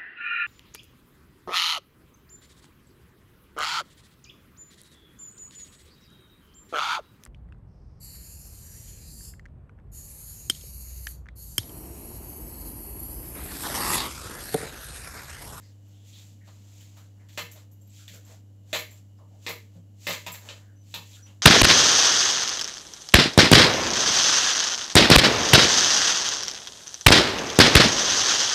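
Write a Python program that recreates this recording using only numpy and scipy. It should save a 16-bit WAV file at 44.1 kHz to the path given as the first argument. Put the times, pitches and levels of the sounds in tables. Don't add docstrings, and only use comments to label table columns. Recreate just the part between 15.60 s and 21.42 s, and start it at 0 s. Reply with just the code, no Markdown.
import sys
import numpy as np
from scipy import signal
from scipy.fft import rfft, irfft
from scipy.io import wavfile
from scipy.ndimage import uniform_filter1d

SR = 44100
rng = np.random.default_rng(int(sys.argv[2]) if len(sys.argv) > 2 else 0)


def wav_record(signal):
    frames = np.transpose(np.atleast_2d(signal))
    bounded = np.clip(frames, -1, 1)
    quanta = np.round(bounded * 32767).astype(np.int16)
    wavfile.write(sys.argv[1], SR, quanta)


def voltage_ratio(level):
    return 10 ** (np.asarray(level, float) / 20)


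N = 256662


def rms_one(x):
    return x / np.sqrt(np.mean(x ** 2) + 1e-20)


def at_hz(points, hz):
    table_hz, values = np.array(points).T
    return np.interp(np.log(hz + 1), np.log(table_hz), values)


def coloured(x, points):
    gain = voltage_ratio(at_hz(points, np.fft.rfftfreq(len(x), 1 / SR)))
    return irfft(rfft(x) * gain, len(x))


def band(x, low_hz, high_hz, order=3):
    sos = signal.butter(order, [low_hz, min(high_hz, 20000)], "band", fs=SR, output="sos")
    return signal.sosfilt(sos, x + 1e-18)


def ring(train, hz, t60):
    r = voltage_ratio(-60 / (t60 * SR))
    w = 2 * np.pi * hz / SR
    return signal.lfilter([0, np.sin(w)], [1, -2 * r * np.cos(w), r * r], train + 1e-18)


def clicks(times, db):
    train = np.zeros(N)
    train[np.round(np.asarray(times) * SR).astype(int)] = voltage_ratio(db)
    return train


def add(out, s, part):
    at = round(s * SR)
    out[at:at + len(part)] += part[:N - at]


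def notes(times, dbs, pitches_hz, t60s):
    out, t = np.zeros(N), np.arange(SR // 4) / SR
    for s, db, hz, t60 in np.broadcast(times, dbs, pitches_hz, t60s):
        add(out, s, voltage_ratio(db - 60 * t / t60) * np.sin(2 * np.pi * hz * t))
    return out


# hum line in Hz, rms level in dB.
FRIDGE_HUM = [(100.1, -49), (200.2, -73), (300.3, -68.5)]
# frequency in Hz, level in dB per Hz.
ROOM_AIR = [(25, -16), (60, 3), (85, -4), (120, 0), (160, 5.5), (230, 5.5), (300, -4.5), (384, -8.5),
            (540, -6), (1160, -21.5), (2300, -24.5), (2680, -24), (2900, -13.5), (3300, -24), (16000, -24)]


def fridge():
    t = np.arange(N) / SR
    hum = np.zeros(N)
    for hz, db in FRIDGE_HUM:
        hum += np.sqrt(2) * voltage_ratio(db) * np.sin(2 * np.pi * (hz * t + rng.random()))
    return hum + voltage_ratio(-61.5) * rms_one(coloured(rng.standard_normal(N), ROOM_AIR))


# frequency in Hz, decay time t60 in seconds.
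KITCHEN_T60 = [(150, 0.45), (500, 0.2), (2000, 0.29), (8000, 0.19), (15000, 0.064)]


def kitchen(x):
    room_db, fill_s = 10, 0.0059
    early_db, early_s = 1, 0.016
    clump_db, clump_s = 1, 0.003
    t = np.arange(SR // 2) / SR
    clumps = np.interp(t / clump_s, np.arange(500), rng.standard_normal(500))
    white = rng.standard_normal(len(t)) * voltage_ratio(clump_db * clumps)
    late = np.maximum(t - fill_s, 0)
    edges = 100 * 2 ** np.arange(0, 7.6, .5)
    echoes = np.zeros(len(t))
    for low, high in zip(edges, edges[1:]):
        t60 = at_hz(KITCHEN_T60, np.sqrt(low * high))
        echoes += band(white, low, high, order=1) * voltage_ratio(-60 * late / t60)
    response = rfft(echoes * voltage_ratio(early_db * np.exp(-t / early_s)))
    response /= np.sqrt(uniform_filter1d(np.abs(response) ** 2, size=100))
    echoes = irfft(response, len(t))[:SR // 5 * 2]
    echoes /= np.sqrt(np.sum(echoes ** 2))
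    return voltage_ratio(room_db) * signal.fftconvolve(x, echoes)[:N]


# start in seconds, peak in dB, wall share in relative dB.
WORKTOP_BUMPS = [(1.598, -74, -8), (1.798, -57, 9), (2.499, -64, 5), (3.149, -57.5, -9), (3.603, -71.5, 18),
                 (3.741, -73, 15), (3.878, -56.5, -1), (4.155, -54, -14), (4.478, -47, -7),
                 (4.672, -54.5, -22), (5.359, -57, 9)]


def worktop_shake():
    s, peak_db, _ = np.transpose(WORKTOP_BUMPS)
    return notes(s, peak_db - 6, 35, 0.13)


# mode in Hz, level in dB, t60 in seconds.
ROCKING_MODES = [(171, 7, 0.16), (238, -8, 0.36)]
# mode in Hz, level in dB, t60 in seconds.
BOWL_MODES = [(470, 0, 0.14), (596, 15, 0.062), (623, 6, 0.018), (760, -25.5, 0.12), (1000, 0, 0.15),
              (1280, -19.5, 0.062)]


def bumps():
    s, peak_db, wall_db = np.transpose(WORKTOP_BUMPS)
    out = np.zeros(N)
    for hz, db, t60 in ROCKING_MODES:
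        out += ring(clicks(s, peak_db + db - 4.5), hz, t60)
    for hz, db, t60 in BOWL_MODES[:3]:
        out += ring(clicks(s, peak_db + wall_db + db - 21.0), hz, t60)
    return out


# start in seconds, peak in dB, pitch in Hz, t60 in seconds.
RING_PINGS = [
    (.28, -65, 12900, .03),
    (2.117, -54, 13040, 0.018),
    (2.212, -63, 7460, 0.028),
    (2.27, -55, 12900, 0.023),
    (2.296, -59, 7700, .02),
    (2.651, -55, 13000, .03),
    (3.307, -52, 7350, 0.014),
    (3.38, -63.5, 7570, 0.0071),
    (3.571, -68, 5050, 0.017),
    (4.72, -41, 7570, 0.021),
]


def pings():
    return notes(*np.transpose(RING_PINGS))


# start in seconds, peak in dB, pitch in Hz.
NAIL_SNAPS = [
    (1.209, -38.5, 3100),
    (1.9152, -40, 7600),
    (2.4805, -27.5, 3520),
    (2.6508, -45, 7350),
    (3.738, -57, 3000),
    (4.666, -36, 2230),
    (4.8883, -26.5, 2920),
    (5.3411, -19.5, 4140),
]


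def snaps():
    s, db, hz = np.transpose(NAIL_SNAPS)
    return notes(s, db - 6.0, hz, 0.017)


# mode in Hz, width in Hz, level in dB.
UPPER_WALL = [(596, 27.4, -3.5), (1253, 13, -18.5), (1810, 20, -12), (2110, 54, -3.5), (2505, 73, -4),
              (2680, 105, 0), (3040, 59, -4), (3440, 140, -2), (3720, 126, -1), (4030, 79, -9.5),
              (4100, 150, -22), (4800, 110, -10)]
# start in seconds, level in dB, freest pitch in Hz,
# lowest mode level in relative dB, lowest mode in Hz.
HAND_GRIPS = [
    (1.776, -38, 2370, 3.5, 596),
    (3.130, -29.5, 2970, -2, 625),
    (3.865, -33.5, 3290, -4.5, 470),
    (4.469, -31.5, 2700, -6, 585),
    (4.665, -41.5, 2850, 2, 974),
    (4.889, -46, 2900, -3, 580),
    (5.341, -41.5, 3400, -6, 953),
]


def held_wall():
    grip_db_per_octave, chance_db = 4.5, 3.5
    hz, width_hz, db = np.transpose(UPPER_WALL)
    t60 = np.log(1000) / np.pi / width_hz
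    out = np.zeros(N)
    lucks = rng.standard_normal((len(HAND_GRIPS), len(UPPER_WALL)))
    for (s, level_db, free_hz, low_db, low_hz), luck in zip(HAND_GRIPS, lucks):
        held_db = -grip_db_per_octave * np.abs(np.log2(hz / free_hz)) + chance_db * luck
        held_db[0] = low_db
        out += notes(s, level_db + db + held_db, [low_hz, *hz[1:]], t60)
    return out


# partial in Hz, level in dB, t60 in seconds.
RING_PARTIALS = [(11300, -30, .012), (12950, -31, .025), (14600, -31, .012)]


def jingle(metal):
    t = np.arange(SR // 10) / SR
    rattle = rng.standard_normal(len(t)) * (rng.random(len(t)) < .04) * voltage_ratio(-60 * t / 0.27)
    rattle /= np.sqrt(np.sum(rattle ** 2))
    metal = 0.77 * metal + signal.fftconvolve(metal, 0.86 * rattle)[:N]
    out = band(metal, 10300, 15900)
    for hz, db, t60 in RING_PARTIALS:
        out += voltage_ratio(db) * ring(metal, hz, t60)
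    return out


# start in seconds, peak in dB, wall boom in relative dB, ring
# jingle in relative dB, struck-spot pitch in Hz. Finger pads, each with a soft edge tick:
PADS_ON_WALL = [(1.21, -44, -24, -13, 3400), (1.7751, -18.5, -5.5, -20.5, 3540),
                (1.8172, -39, -16, -7, 2170), (2.5395, -46, -12, -6, 1550), (3.1424, -18, -1.5, -20, 3290),
                (3.865, -20, -10, -22, 2280), (3.8894, -22.5, -3.5, -11.5, 2360),
                (4.5009, -17, -22, -38, 3700), (4.6642, -21.5, -9, -18, 2500),
                (4.8888, -29, -13.5, -39, 3320), (5.3408, -24, -21, -14, 3860)]
FURTHER_KNOCKS_ON_WALL = [(0.8719, -45, 2.5, -21, 4400), (1.3676, -45, -0.5, -12, 3830),
                          (1.6868, -42, -20, -18, 3500), (1.788, -29, -20, -12, 2350), (1.9587, -43, -4, -24, 3770),
                          (2.4788, -32.5, -46, -18, 3460), (3.1295, -17, -7, -17.5, 3920),
                          (3.1551, -19.5, -15, -16, 2270), (3.1883, -26.5, -18, -10.5, 2300),
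                          (3.3086, -46.5, -5, -4.5, 2500), (4.469, -17.5, -21, -14.5, 3000),
                          (4.5269, -19, -10, -18.5, 1590), (4.7391, -28.5, -10, -17, 2620),
                          (5.6676, -51.5, -16, -24, 2840)]
RING_ON_WALL = [
    (1.9147, -46.5, -27.5, 1.5, 2140),
    (2.114, -61, -16, 1, 2830),
    (2.213, -64, -10, 2, 3270),
    (2.6515, -61, 3, -5, 3220),
    (4.4896, -37.5, 15.5, 4, 2530),
    (4.718, -46.5, -27, 11.5, 2110),
]


def knocks():
    s, peak_db, boom_db, jingle_db, spot_hz = np.transpose(PADS_ON_WALL + FURTHER_KNOCKS_ON_WALL + RING_ON_WALL)
    counts = [len(PADS_ON_WALL), len(FURTHER_KNOCKS_ON_WALL), len(RING_ON_WALL)]
    tick_db = np.repeat([-10, -9, 4], counts)
    spot_db = 3 * rng.standard_normal((len(s), len(BOWL_MODES)))
    split_hz = 2500
    thinning_db = 2.5 * np.log2(spot_hz / split_hz)
    out = band(clicks(s, peak_db + 14), split_hz, 4500)
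    out += band(clicks(s, peak_db + 15.5 - thinning_db), 1600, split_hz)
    out += notes(s, peak_db - 13.0, spot_hz, 0.007)
    out += band(clicks(s, peak_db + boom_db + 19.5), 700, 1300)
    out += band(clicks(s, peak_db + tick_db + 17.0), 5500, 8600)
    out += jingle(clicks(s, peak_db + jingle_db + 22.5))
    for (hz, level_db, t60), favour_db in zip(BOWL_MODES, spot_db.T):
        out += ring(clicks(s, peak_db + level_db - 35.0 + boom_db + favour_db), hz, t60)
    return out


# start in seconds, length in seconds, level in dB, centre in Hz.
WALL_DRAGS = [(0.014, 0.088, -69, 1890), (0.022, 0.096, -62.5, 4800), (0.316, 0.31, -68.5, 3300),
              (0.426, 0.052, -86, 2120), (0.527, 0.1, -53, 3640), (0.803, 0.12, -65, 1940),
              (1.365, 0.099, -66.5, 1390), (1.59, 0.073, -67.5, 1960), (1.694, 0.041, -100, 1900),
              (1.948, 0.043, -59.5, 600), (2.335, 0.14, -64, 3500), (2.387, 0.09, -65, 1470),
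              (2.528, 0.088, -62.5, 1580), (2.535, 0.066, -56.5, 530), (2.692, 0.065, -58.5, 586),
              (3.583, 0.092, -64, 1000), (3.704, 0.086, -64.5, 696), (4.149, 0.053, -60, 497),
              (5.003, 0.17, -68.5, 1600), (5.341, 0.09, -52, 980), (5.529, 0.051, -54, 3540),
              (5.563, 0.072, -63, 1510), (5.66, 0.072, -58.5, 2960)]
# start in seconds, length in seconds, level in dB, centre in Hz.
SKIN_SQUEAKS = [
    (5.016, 0.14, -75, 1600),
    (5.147, 0.093, -67, 6050),
    (5.614, 0.071, -54.5, 5890),
]


def drags():
    t, out = np.arange(SR // 2) / SR, np.zeros(N)
    rows = [(*row, 73 + 0.22 * row[3], 0.093) for row in WALL_DRAGS]
    rows += [(*row, 55, 0.34) for row in SKIN_SQUEAKS]
    for s, length, db, hz, width_hz, rise_share in rows:
        white = rng.standard_normal(len(t))
        shape = np.clip(t / length / rise_share, 0, 1) * np.exp(-(t / length) ** 3)
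        friction = band(white, hz - width_hz / 2, hz + width_hz / 2, order=2)
        add(out, s, voltage_ratio(db) * shape * rms_one(friction))
    return out


# time of the top in seconds, flour hiss in dB, swell in seconds,
# fade in seconds, pressure on the wall in relative dB.
RUBBING_STROKES = [(0.04, -66, 0.24, .2, -3), (0.33, -67.5, 0.17, 0.3, -4.5), (0.49, -57, .07, 0.16, -32),
                   (0.583, -55.5, 0.093, 0.24, -9.5), (0.876, -64, 0.06, 0.9, -4),
                   (1.19, -58.5, 0.21, 0.29, -12), (1.39, -61, 0.066, 0.13, -0.5),
                   (1.612, -74.5, 0.064, 0.16, 11), (1.735, -57.5, 0.051, 0.21, -17),
                   (2.0, -61, .3, 0.083, 0.5), (2.39, -55, 0.13, 0.19, -28),
                   (2.544, -52, 0.058, 0.097, -22), (2.72, -56.5, 0.13, 0.1, -0.5),
                   (3.115, -59, 0.064, 0.36, -5), (3.38, -62.5, .3, 0.055, -7.5),
                   (3.586, -72.5, 0.017, 0.08, 2), (3.78, -71, 0.17, 0.08, 0), (3.85, -56, 0.056, 0.27, -9),
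                   (4.168, -68.5, 0.086, 0.066, -0.5), (4.453, -50, 0.074, 0.35, -14.5),
                   (4.875, -53, 0.14, 0.2, 2), (5.326, -57.5, 0.11, 0.44, -19),
                   (5.556, -53.5, .2, 0.094, -9.5), (5.67, -62.5, 0.036, .15, 3.5)]


def rubbing():
    range_db, curve = 20, 1.5
    grains_per_s = 6000
    s, hiss_db, swell, fade, press_db = np.transpose(RUBBING_STROKES)[:, :, None]
    t = np.arange(0, N + 64, 64) / SR
    stroke_db = hiss_db - range_db * np.maximum((s - t) / swell, (t - s) / fade) ** curve
    layers = [(1.0, 2300, 9000),
              (press_db - 5.5, 400, 1100),
              (press_db - 8, 1200, 2200),
              (-5, 10300, 15900)]
    sizes = voltage_ratio(1.87 * np.minimum(rng.exponential(1, (4, N)), 5)) * rng.choice([-1, 1], (4, N))
    grains = sizes * (rng.random((4, N)) < grains_per_s / SR)
    out = np.zeros(N)
    for layer_grains, (share_db, low_hz, high_hz) in zip(grains, layers):
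        gain = np.sqrt(np.sum(voltage_ratio(stroke_db + share_db) ** 2, axis=0))
        out += np.interp(np.arange(N) / SR, t, gain) * rms_one(band(layer_grains, low_hz, high_hz))
    return out


def scene():
    wall = held_wall()
    struck = band(knocks() + wall + pings(), 330, 20000)
    struck += band(bumps(), 130, 2000, order=2)
    direct = voltage_ratio(-8.5) * struck + voltage_ratio(4.0) * band(wall, 230, 20000) + snaps() + worktop_shake()
    return (kitchen(struck) + direct + rubbing() + drags() + fridge())[None]


def roll_off(x):
    return signal.sosfilt(signal.butter(12, 16650, fs=SR, output="sos"), x)


# frequency in Hz, gain in dB.
MIC_COLOUR = [(300, -0.5), (4300, -2.5), (5200, -4), (7400, 2.5), (8700, -11.5), (10000, -9.5),
              (11300, -4.5), (13000, -6.5), (15600, -8), (16050, -38)]


def record(dry):
    ceiling = .17
    heard = coloured(dry[0], MIC_COLOUR)[None]
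    mix = ceiling * np.tanh(heard / ceiling)
    return roll_off(mix)


dry = scene()
out = record(dry)
wav_record(out)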